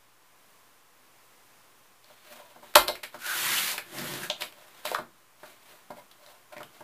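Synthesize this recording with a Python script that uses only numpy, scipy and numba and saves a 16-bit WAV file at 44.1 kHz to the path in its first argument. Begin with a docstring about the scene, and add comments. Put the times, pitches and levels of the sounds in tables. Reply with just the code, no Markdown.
"""On a craft table in a small room, a plastic paper trimmer is heard by one microphone overhead.
A hand slides a sheet into place, the rail slams down and latches, the blade cuts and is drawn back.
The offcut is lifted and dropped aside, fingers shift on the sheet and the rail is swung open again.
Impacts excite decaying modes and bursts of tiny contacts; friction drives filters with random slips.
The walls spread these sounds in time, over steady air, hiss and hum."""
import sys
import numpy as np
from scipy import signal
from scipy.fft import rfft, irfft
from scipy.io import wavfile
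from scipy.ndimage import uniform_filter1d
from numba import njit

SR = 44100
rng = np.random.default_rng(int(sys.argv[2]) if len(sys.argv) > 2 else 0)


def to_wav(s):
    """Save 16-bit WAV."""
    ch = np.atleast_2d(s).T  # columns
    pcm = np.round(np.clip(ch, -1, 1) * 32767)  # PCM
    wavfile.write(sys.argv[1], SR, pcm.astype(np.int16))


N = 301413
TIME = np.arange(N) / SR  # s
RING = TIME[:SR // 3]  # time axis of one impact or room response, s


def undb(db):
    """Level law: decibels to amplitude gain."""
    return 10 ** (np.asarray(db) / 20)


def unit(x):
    """Normalisation: scale to rms 1."""
    return x / np.sqrt(np.mean(x ** 2))


def fade(t60):
    """Exponential damping: a loss of 60 dB in t60 seconds."""
    return np.exp(-np.log(1000) * RING / max(t60, 1 / SR))


def swell(middle_s, length_s):
    """Gaussian envelope: a smooth rise and fall, down to exp(-2) at either end of length_s."""
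    return np.exp(-2 * (2 * (TIME - middle_s) / length_s) ** 2)


def add(out, start_s, x):
    """Superposition: mix x into out from start_s."""
    i = int(start_s * SR)
    out[i:i + len(x)] += x[:len(out) - i]


def causal(gain):
    """Minimum phase: the promptest impulse response with these gains from 0 Hz to SR / 2."""
    cepstrum = irfft(np.log(gain))
    # doubling the first half of the cepstrum puts all the energy as early as possible
    folded = 2 * rfft(cepstrum[:len(gain) - 1], len(cepstrum)) - cepstrum[0]
    return irfft(np.exp(folded))


def colour(x, points):
    """Linear filtering by an outline of (pitch_hz, level_db), then scaling to rms 1."""
    hz, db = np.transpose(points)
    f = np.linspace(1, SR / 2, 2049)
    gain = undb(np.interp(np.log(f), np.log(hz), db))
    return unit(signal.fftconvolve(x, causal(gain))[:len(x)])


def walk(rate_hz):
    """Smoothed random process: steps drawn at rate_hz and joined by ramps, rms 1."""
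    size = int(SR / rate_hz)
    steps = np.repeat(rng.standard_normal(N // size + 1), size)
    return unit(uniform_filter1d(steps, size)[:N])


@njit
def resonate(x, hz, width):
    """Second-order resonance whose centre may move every sample; width is a share of the centre."""
    y, band, low = np.empty(len(x)), 0., 0.
    for i in range(len(x)):
        g = np.tan(np.pi * hz[i] / SR)
        v = (band + g * (x[i] - low)) / (1 + g * (g + width))
        band, low, y[i] = 2 * v - band, low + 2 * g * v, width * v
    return y


def modes(table, spread=0.):
    """Modal superposition: damped sines of alternating sign; spread detunes them at random per call."""
    chance = rng.standard_normal(len(table))
    out = np.zeros(len(RING))
    for k, (hz, db, t60) in enumerate(table):
        sine = np.sin(2 * np.pi * hz * (1 + spread * chance[k]) * RING)
        out += (-1) ** k * undb(db) * fade(t60) * sine
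    return out


def grains(spread_db):
    """Stick-slip friction: dense tiny slips of very unequal size, rms 1."""
    return unit(rng.standard_normal(N) * undb(spread_db * rng.standard_normal(N)))


def small_body(x, corner_hz=130):
    """Radiation efficiency: a small plastic body radiates little bass."""
    return signal.sosfilt(signal.butter(2, corner_hz, "high", fs=SR, output="sos"), x)


# Spectrum of the steady air and hiss: pitch_hz [Hz], level_db [dB, relative]
AIR_SPECTRUM = [(25, -10.5), (60, -13.5), (100, -6.5), (160, -3.5), (330, -1.5), (700, 0), (950, 1.5),
                (1060, 3), (1400, -0.5), (2400, -3.5), (4500, -8.5), (15000, -10)]
# Hum and whine: pitch_hz [Hz], level_db [dB rms, before hum_db]
HUM_TONES = [(118.4, -80.5), (1028, -76)]


def background(air_db=-60, hum_db=-1, waver_db=-1.2):
    """Stationary noise of room air and microphone, with a faint mains hum and a thin wavering whine."""
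    air = colour(rng.standard_normal(N), AIR_SPECTRUM) * undb(air_db + waver_db * walk(2.9))
    tones = np.zeros(N)
    for hz, db in HUM_TONES:
        # both tones waver slightly in pitch
        phase = 2 * np.pi * np.cumsum(hz * (1 + 0.0073 * walk(30))) / SR
        tones += undb(db + hum_db) * np.sqrt(2) * np.sin(phase)
    return air + tones


# Decay of the room: pitch_hz [Hz], t60_s [s]
ROOM_DECAY = [(150, .42), (600, 0.2), (2500, 0.23), (6000, 0.18), (14000, 0.24)]


def room(x, wet_db=-3, gap_s=0.0041):
    """Reverberation: close walls spread sound in time, decay varies with pitch, colour is evened out."""
    hz, t60 = np.transpose(ROOM_DECAY)
    f, _, cells = signal.stft(rng.standard_normal(len(RING)), SR, nperseg=256)
    age = np.linspace(0, RING[-1], cells.shape[1])
    cells = cells * np.exp(-np.log(1000) * age / np.interp(f, hz, t60)[:, None])
    tail = signal.istft(cells, SR)[1][:len(RING)] * (RING > gap_s)
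    response = (RING == 0) + undb(wet_db) * tail / np.linalg.norm(tail)
    # the inverse of the smoothed spectrum keeps any pitch from being favoured
    power = uniform_filter1d(np.abs(rfft(response)) ** 2, size=40)
    response = signal.fftconvolve(response, causal(np.sqrt(power.mean() / power)))
    return signal.fftconvolve(x, response)[:N]


# Paper sliding under the hand: middle_s [s], length_s [s], hiss_db [dB], base_drone_db [dB]
PAPER_RUBS = [(2.09, 0.17, -63, -81), (2.27, 0.43, -58.5, -88), (2.329, 0.14, -54, -55),
              (2.404, 0.088, -63, -53), (2.51, 0.21, -61, -64), (2.672, 0.16, -54.5, -75),
              (3.15, 0.063, -49.5, -58), (4.427, 0.13, -46, -56.5), (4.6, 0.17, -60, -59.5),
              (4.75, 0.31, -57.5, -73), (4.855, 0.024, -48, -63.5), (4.905, 0.15, -40.5, -59),
              (5.477, 0.21, -54.5, -63), (5.709, 0.25, -56, -85), (5.981, 0.061, -53.5, -48),
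              (6.291, 0.28, -58, -59), (6.533, 0.042, -65.5, -49), (6.78, 0.15, -59, -65)]
# Spectrum of the paper hiss: pitch_hz [Hz], level_db [dB, relative]
PAPER_SPECTRUM = [(150, 7), (400, 2), (1500, 3), (2600, 0.5), (4000, 0), (5500, -7.5), (9000, -7.5),
                  (12000, -7), (15000, -6)]
# Modes of the base on the table, also struck by blows: pitch_hz [Hz], level_db [dB, relative], t60_s [s]
BASE_MODES = [(200, -33.5, 0.03), (351.8, -15, 0.1), (540, -19, 0.028), (605.5, 1.5, 0.095),
              (728, -3, 0.069), (801, -10, 0.13), (872, -10.5, .13), (914.6, -2.5, 0.069),
              (1046, -3, 0.048), (1242, -18.5, 0.013), (1400, -8.5, 0.061), (1602, -12, 0.12),
              (2100, -15.5, 0.18)]


def rubs(grain_db=5, uneven_db=2, drone_t60=.06):
    """Friction excitation: sliding paper hisses and makes the hand-damped base drone."""
    hiss = colour(grains(grain_db), PAPER_SPECTRUM)
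    damped_base = modes(BASE_MODES) * fade(drone_t60)
    drone = unit(signal.fftconvolve(grains(grain_db), damped_base)[:N])
    out = np.zeros(N)
    for middle_s, length_s, hiss_db, drone_db in PAPER_RUBS:
        out += swell(middle_s, length_s) * (undb(hiss_db) * hiss + undb(drone_db) * drone)
    return out * undb(uneven_db * walk(90))


def chatter(shape):
    """Repeated contact: a noise burst that follows shape and holds every pitch about equally."""
    burst = rng.standard_normal(len(RING)) * shape
    for _ in range(3):  # flatten the spectrum, then shape the time course again
        spectrum = rfft(burst)
        burst = irfft(spectrum / (np.abs(spectrum) + 1e-12), len(RING)) * np.sqrt(shape)
    return burst


# Spectrum of the contact crack: pitch_hz [Hz], level_db [dB, relative]
CRACK_SPECTRUM = [(100, -5), (230, -4), (400, 2.5), (1500, 6.5), (2200, 1.5), (4400, 4.5), (6500, -6.5),
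                  (7600, -1), (9000, -4), (11000, -1), (12000, 1), (13000, -1.5), (15000, -8.5)]
# Modes of the clear plastic rail: pitch_hz [Hz]
RAIL_PITCHES = [1307, 1430, 1625, 1700, 1950, 2357, 2814, 3160, 3520, 3650, 4010, 3920]


def blows(table, ring_width=.3, snap_db=0, snap_t60=0.016, rise_share=0.14,
          rail_db=-14, rail_t60=0.044, reach=0.2):
    """Impact excitation: a contact crack, a rattle of the struck part, a ringing rail, a thud of the base."""
    out = np.zeros(N)
    for start_s, crack_db, thud_db, hz, ring_db, t60 in table:
        # loose parts take a moment to settle into contact, so long rattles start softly
        decay = fade(t60) + undb(snap_db) * fade(snap_t60)
        shape = decay * (1 - fade(rise_share * t60)) ** 2
        centre = np.full(len(RING), float(hz))
        narrowed = resonate(chatter(shape), centre, float(ring_width))
        rattle = unit(resonate(narrowed, centre, 0.86))
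        crack = colour(chatter(shape), CRACK_SPECTRUM)
        # a longer rattle carries more energy
        size = np.sqrt(np.mean(fade(t60) ** 2))
        # the rail's modes answer less the farther they lie from the pitch of the struck part
        rail = modes([(f, rail_db - 10 * (np.log(f / hz) / reach) ** 2, rail_t60) for f in RAIL_PITCHES])
        blow = undb(crack_db) * size * crack
        blow += undb(ring_db) * (size * rattle + rail)
        blow += undb(thud_db) * modes(BASE_MODES, spread=0.013)
        add(out, start_s, blow)
    return out


# Spectrum of the base pressing the cutting mat: pitch_hz [Hz], level_db [dB, relative]
MAT_SPECTRUM = [(50, -19.5), (120, -9.5), (200, -6.5), (330, -0.5), (480, -8.5), (900, -21.5), (2500, -44)]


def mat(presses, rise_t60=0.0027, mat_t60=0.13):
    """Damped compression: each (start_s, level_db) press into the cutting mat gives a dull bump."""
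    out = np.zeros(N)
    for start_s, db in presses:
        bump = colour(rng.standard_normal(len(RING)), MAT_SPECTRUM)
        add(out, start_s, undb(db) * bump * fade(mat_t60) * (1 - fade(rise_t60)))
    return out


# Soft bumps on the trimmer: hand, sheet, and the blade leaving the paper.
# start_s [s], level_db [dB], ring_hz [Hz]
SOFT_BUMPS = [(2.099, -55.5, 715), (2.559, -50.5, 640), (2.627, -50.5, 1040), (3.142, -42, 1300),
              (3.738, -44, 910), (4.984, -36, 1190), (5.431, -46.5, 1460), (5.734, -61, 730),
              (5.903, -40.5, 740), (6.564, -43, 1900), (6.603, -41.5, 1290), (6.805, -46, 900)]


def bumps(crack_db=-10.5, ring_db=0, mat_db=-5.5, t60=0.083):
    """Soft impact: contacts thud through the base and press it into the mat; levels are against the thud."""
    thuds = blows([(s, db + crack_db, db, hz, db + ring_db, t60) for s, db, hz in SOFT_BUMPS])
    return small_body(thuds) + mat([(s, db + mat_db) for s, db, _ in SOFT_BUMPS])


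# Light clicks of loose plastic and paper edges: start_s [s], level_db [dB], ring_hz [Hz], rattle_t60_s [s]
LIGHT_CLICKS = [(2.043, -52.5, 4200, 0.019), (2.738, -46, 1400, 0.049), (2.875, -38, 3940, 0.074),
                (2.951, -42.5, 2210, 0.084), (3.03, -36, 2160, 0.11), (3.263, -29.5, 4460, 0.0089),
                (3.778, -30, 2340, 0.047), (3.783, -39.5, 1650, 0.085), (3.984, -35.5, 4900, 0.035),
                (4.137, -36, 4500, 0.014), (4.406, -37.5, 3560, 0.11), (4.418, -31, 2420, 0.071),
                (4.523, -48.5, 2440, 0.034), (4.859, -39, 3770, 0.076), (4.871, -36, 2150, 0.053),
                (4.944, -33, 3720, 0.039), (6.111, -53.5, 3523, 0.069), (6.262, -50.5, 3930, 0.032),
                (6.522, -52.5, 2310, .11), (6.581, -43.5, 2390, 0.017), (6.63, -42.5, 3070, .03)]


def clicks(crack_db=0, thud_db=-15.5):
    """Hard impact: light contacts crack and ring but hardly move the base; levels are against the ring."""
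    return blows([(s, db + crack_db, db + thud_db, hz, db, t60) for s, db, hz, t60 in LIGHT_CLICKS])


# Heavy blows: the rail slams, bounces and latches, the carriage hits its stop, the offcut snaps up and lands.
# start_s [s], crack_db [dB], base_thud_db [dB], ring_hz [Hz], ring_db [dB], rattle_t60_s [s]
HEAVY_BLOWS = [ (2.7519, -22, -50, 3160, -16, 0.015), (2.755, -3, -12, 3000, -16.5, 0.019),
               (2.757, -14.5, -26, 1190, -10.5, 0.034), (2.764, -28, -37, 900, -19, .05),
               (2.8809, -21.5, -48, 3870, -21, 0.02), (2.8867, -27.5, -28, 510, -27, 0.018),
               (4.2985, -40, -32.5, 3270, -21.5, 0.028), (4.3002, -42, -44, 6600, -33.5, 0.027),
               (4.851, -30, -34.5, 3230, -38, 0.059), (4.9152, -31.5, -32.5, 540, -21.5, 0.015),
               (4.9474, -44, -47, 1240, -16.5, 0.023)]
# Modes of the table under the slam: pitch_hz [Hz], level_db [dB], t60_s [s]
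TABLE_MODES = [(27.9, -48, 0.29), (41, -45, 0.45), (54, -46, 0.22), (78, -46.5, 0.098), (124, -51.5, .15)]


def knocks(slam_s=2.756, mat_db=-22.5):
    """Coupled impact: heavy blows ring the trimmer and press the mat; the slam shakes the table too."""
    out = small_body(blows(HEAVY_BLOWS), corner_hz=210)
    out += mat([(s, thud_db + mat_db) for s, _, thud_db, *_ in HEAVY_BLOWS])  # against the thud
    add(out, slam_s, modes(TABLE_MODES))
    return out


# Control of rail pitch and end damping: time_s [s], height [0 = low pitch, 1 = high pitch]
RAIL_PITCH_CONTROL = [(3.19, 0), (3.78, 0.98), (3.87, 0.28), (4.13, .4), (4.2, 0), (4.3, 0.042)]
# The cut and the lighter return:
# start_s [s], end_s [s], attack_s [s], release_s [s], fibre_hiss_db [dB], rail_ring_db [dB], rumble_db [dB]
BLADE_STROKES = [(3.188, 3.781, 0.21, 0.06, -31, -39.5, -52), (3.847, 4.303, 0.13, 0.044, -41, -46, -42.5)]
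# Brief catches of the carriage, scraping at one pitch: middle_s [s], length_s [s], pitch_hz [Hz], level_db [dB]
CARRIAGE_SCRAPES = [(3.305, 0.18, 1500, -34), (3.532, 0.036, 1950, -34), (3.58, 0.07, 2900, -33.5),
                    (4.237, 0.034, 1640, -38)]
# Spectrum of parting fibres: pitch_hz [Hz], level_db [dB, relative]
FIBRE_SPECTRUM = [(150, -22), (450, -7.5), (700, -4.5), (1400, 5), (4300, 2.5), (5300, -2.5), (6700, -1),
                  (9000, -1.5), (12000, 1), (15000, -4.5)]
# Spectrum of the carriage rumble in the base: pitch_hz [Hz], level_db [dB, relative]
RUMBLE_SPECTRUM = [(50, -31), (110, -6), (190, 5), (275, -3.5), (342, 5.5), (440, -8.5), (600, -2),
                   (1000, -9), (2500, -54)]


def blade(grain_db=4, judder_db=1.0, rail_width=0.33, surge_db=1.0, scrape_width=0.097, scrape_hiss_db=-7):
    """Friction and moving resonance: fibres part with a hiss, the carriage rings the rail and rumbles."""
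    end_hiss_db, end_rumble_db = -3.5, -6.5  # damping at height 0 or 1, against height 0.5
    rail_hz, rail_rise_octaves = 1520, 0.75  # lower resonance at height 0, its rise up to height 1
    upper_ratio, upper_db = 1.63, -2.5  # the upper resonance against the lower
    stroke_fade_db = 19  # depth of attack and release
    height = np.interp(TIME, *np.transpose(RAIL_PITCH_CONTROL))
    end_damping = (2 * height - 1) ** 2  # 1 at height 0 or 1, 0 halfway
    slips = grains(grain_db)
    lower_hz = rail_hz * 2 ** (rail_rise_octaves * height)
    upper_hz = upper_ratio * lower_hz
    lower = unit(resonate(resonate(slips, lower_hz, float(rail_width)), lower_hz, 1.))
    upper = unit(resonate(resonate(slips, upper_hz, float(rail_width)), upper_hz, 1.))
    # each resonance surges on its own as the grip changes
    rail = undb(surge_db * walk(25)) * lower + undb(upper_db + surge_db * walk(27)) * upper
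    rail /= np.hypot(1, undb(upper_db))
    fibres = colour(grains(grain_db), FIBRE_SPECTRUM)
    rumble = colour(slips, RUMBLE_SPECTRUM) * undb(end_rumble_db * end_damping)
    out = np.zeros(N)
    for start, end, attack, release, hiss_db, ring_db, rumble_db in BLADE_STROKES:
        slack = np.interp(TIME, [start, start + attack, end - release, end], [1, 0, 0, 1])
        sliding = (undb(hiss_db) * fibres + undb(ring_db) * rail) * undb(end_hiss_db * end_damping)
        sliding += undb(rumble_db) * rumble
        out += sliding * undb(-stroke_fade_db * slack) * (TIME > start) * (TIME < end)
    catches = grains(grain_db)
    for middle_s, length_s, hz, db in CARRIAGE_SCRAPES:
        squeal = unit(resonate(catches, np.full(N, float(hz)), float(scrape_width)))
        out += undb(db) * swell(middle_s, length_s) * (squeal + undb(scrape_hiss_db) * fibres)
    # the carriage never runs quite evenly
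    return out * undb(judder_db * walk(220))


def scene():
    """Superposition: everything on the table sounds through the room into one microphone."""
    table = small_body(rubs(), corner_hz=298) + bumps() + small_body(clicks()) + knocks() + blade()
    return np.tile(room(table) + background(), (2, 1))


def record(dry, top_hz=15200, offset=-.0006):
    """Band-limiting: the recorder clips at full scale, cuts the top and has a slight offset."""
    low_pass = signal.ellip(12, .1, 95, top_hz, fs=SR, output="sos")
    return signal.sosfilt(low_pass, np.clip(dry, -1, 1)) + offset


dry = scene()
out = record(dry)
to_wav(out)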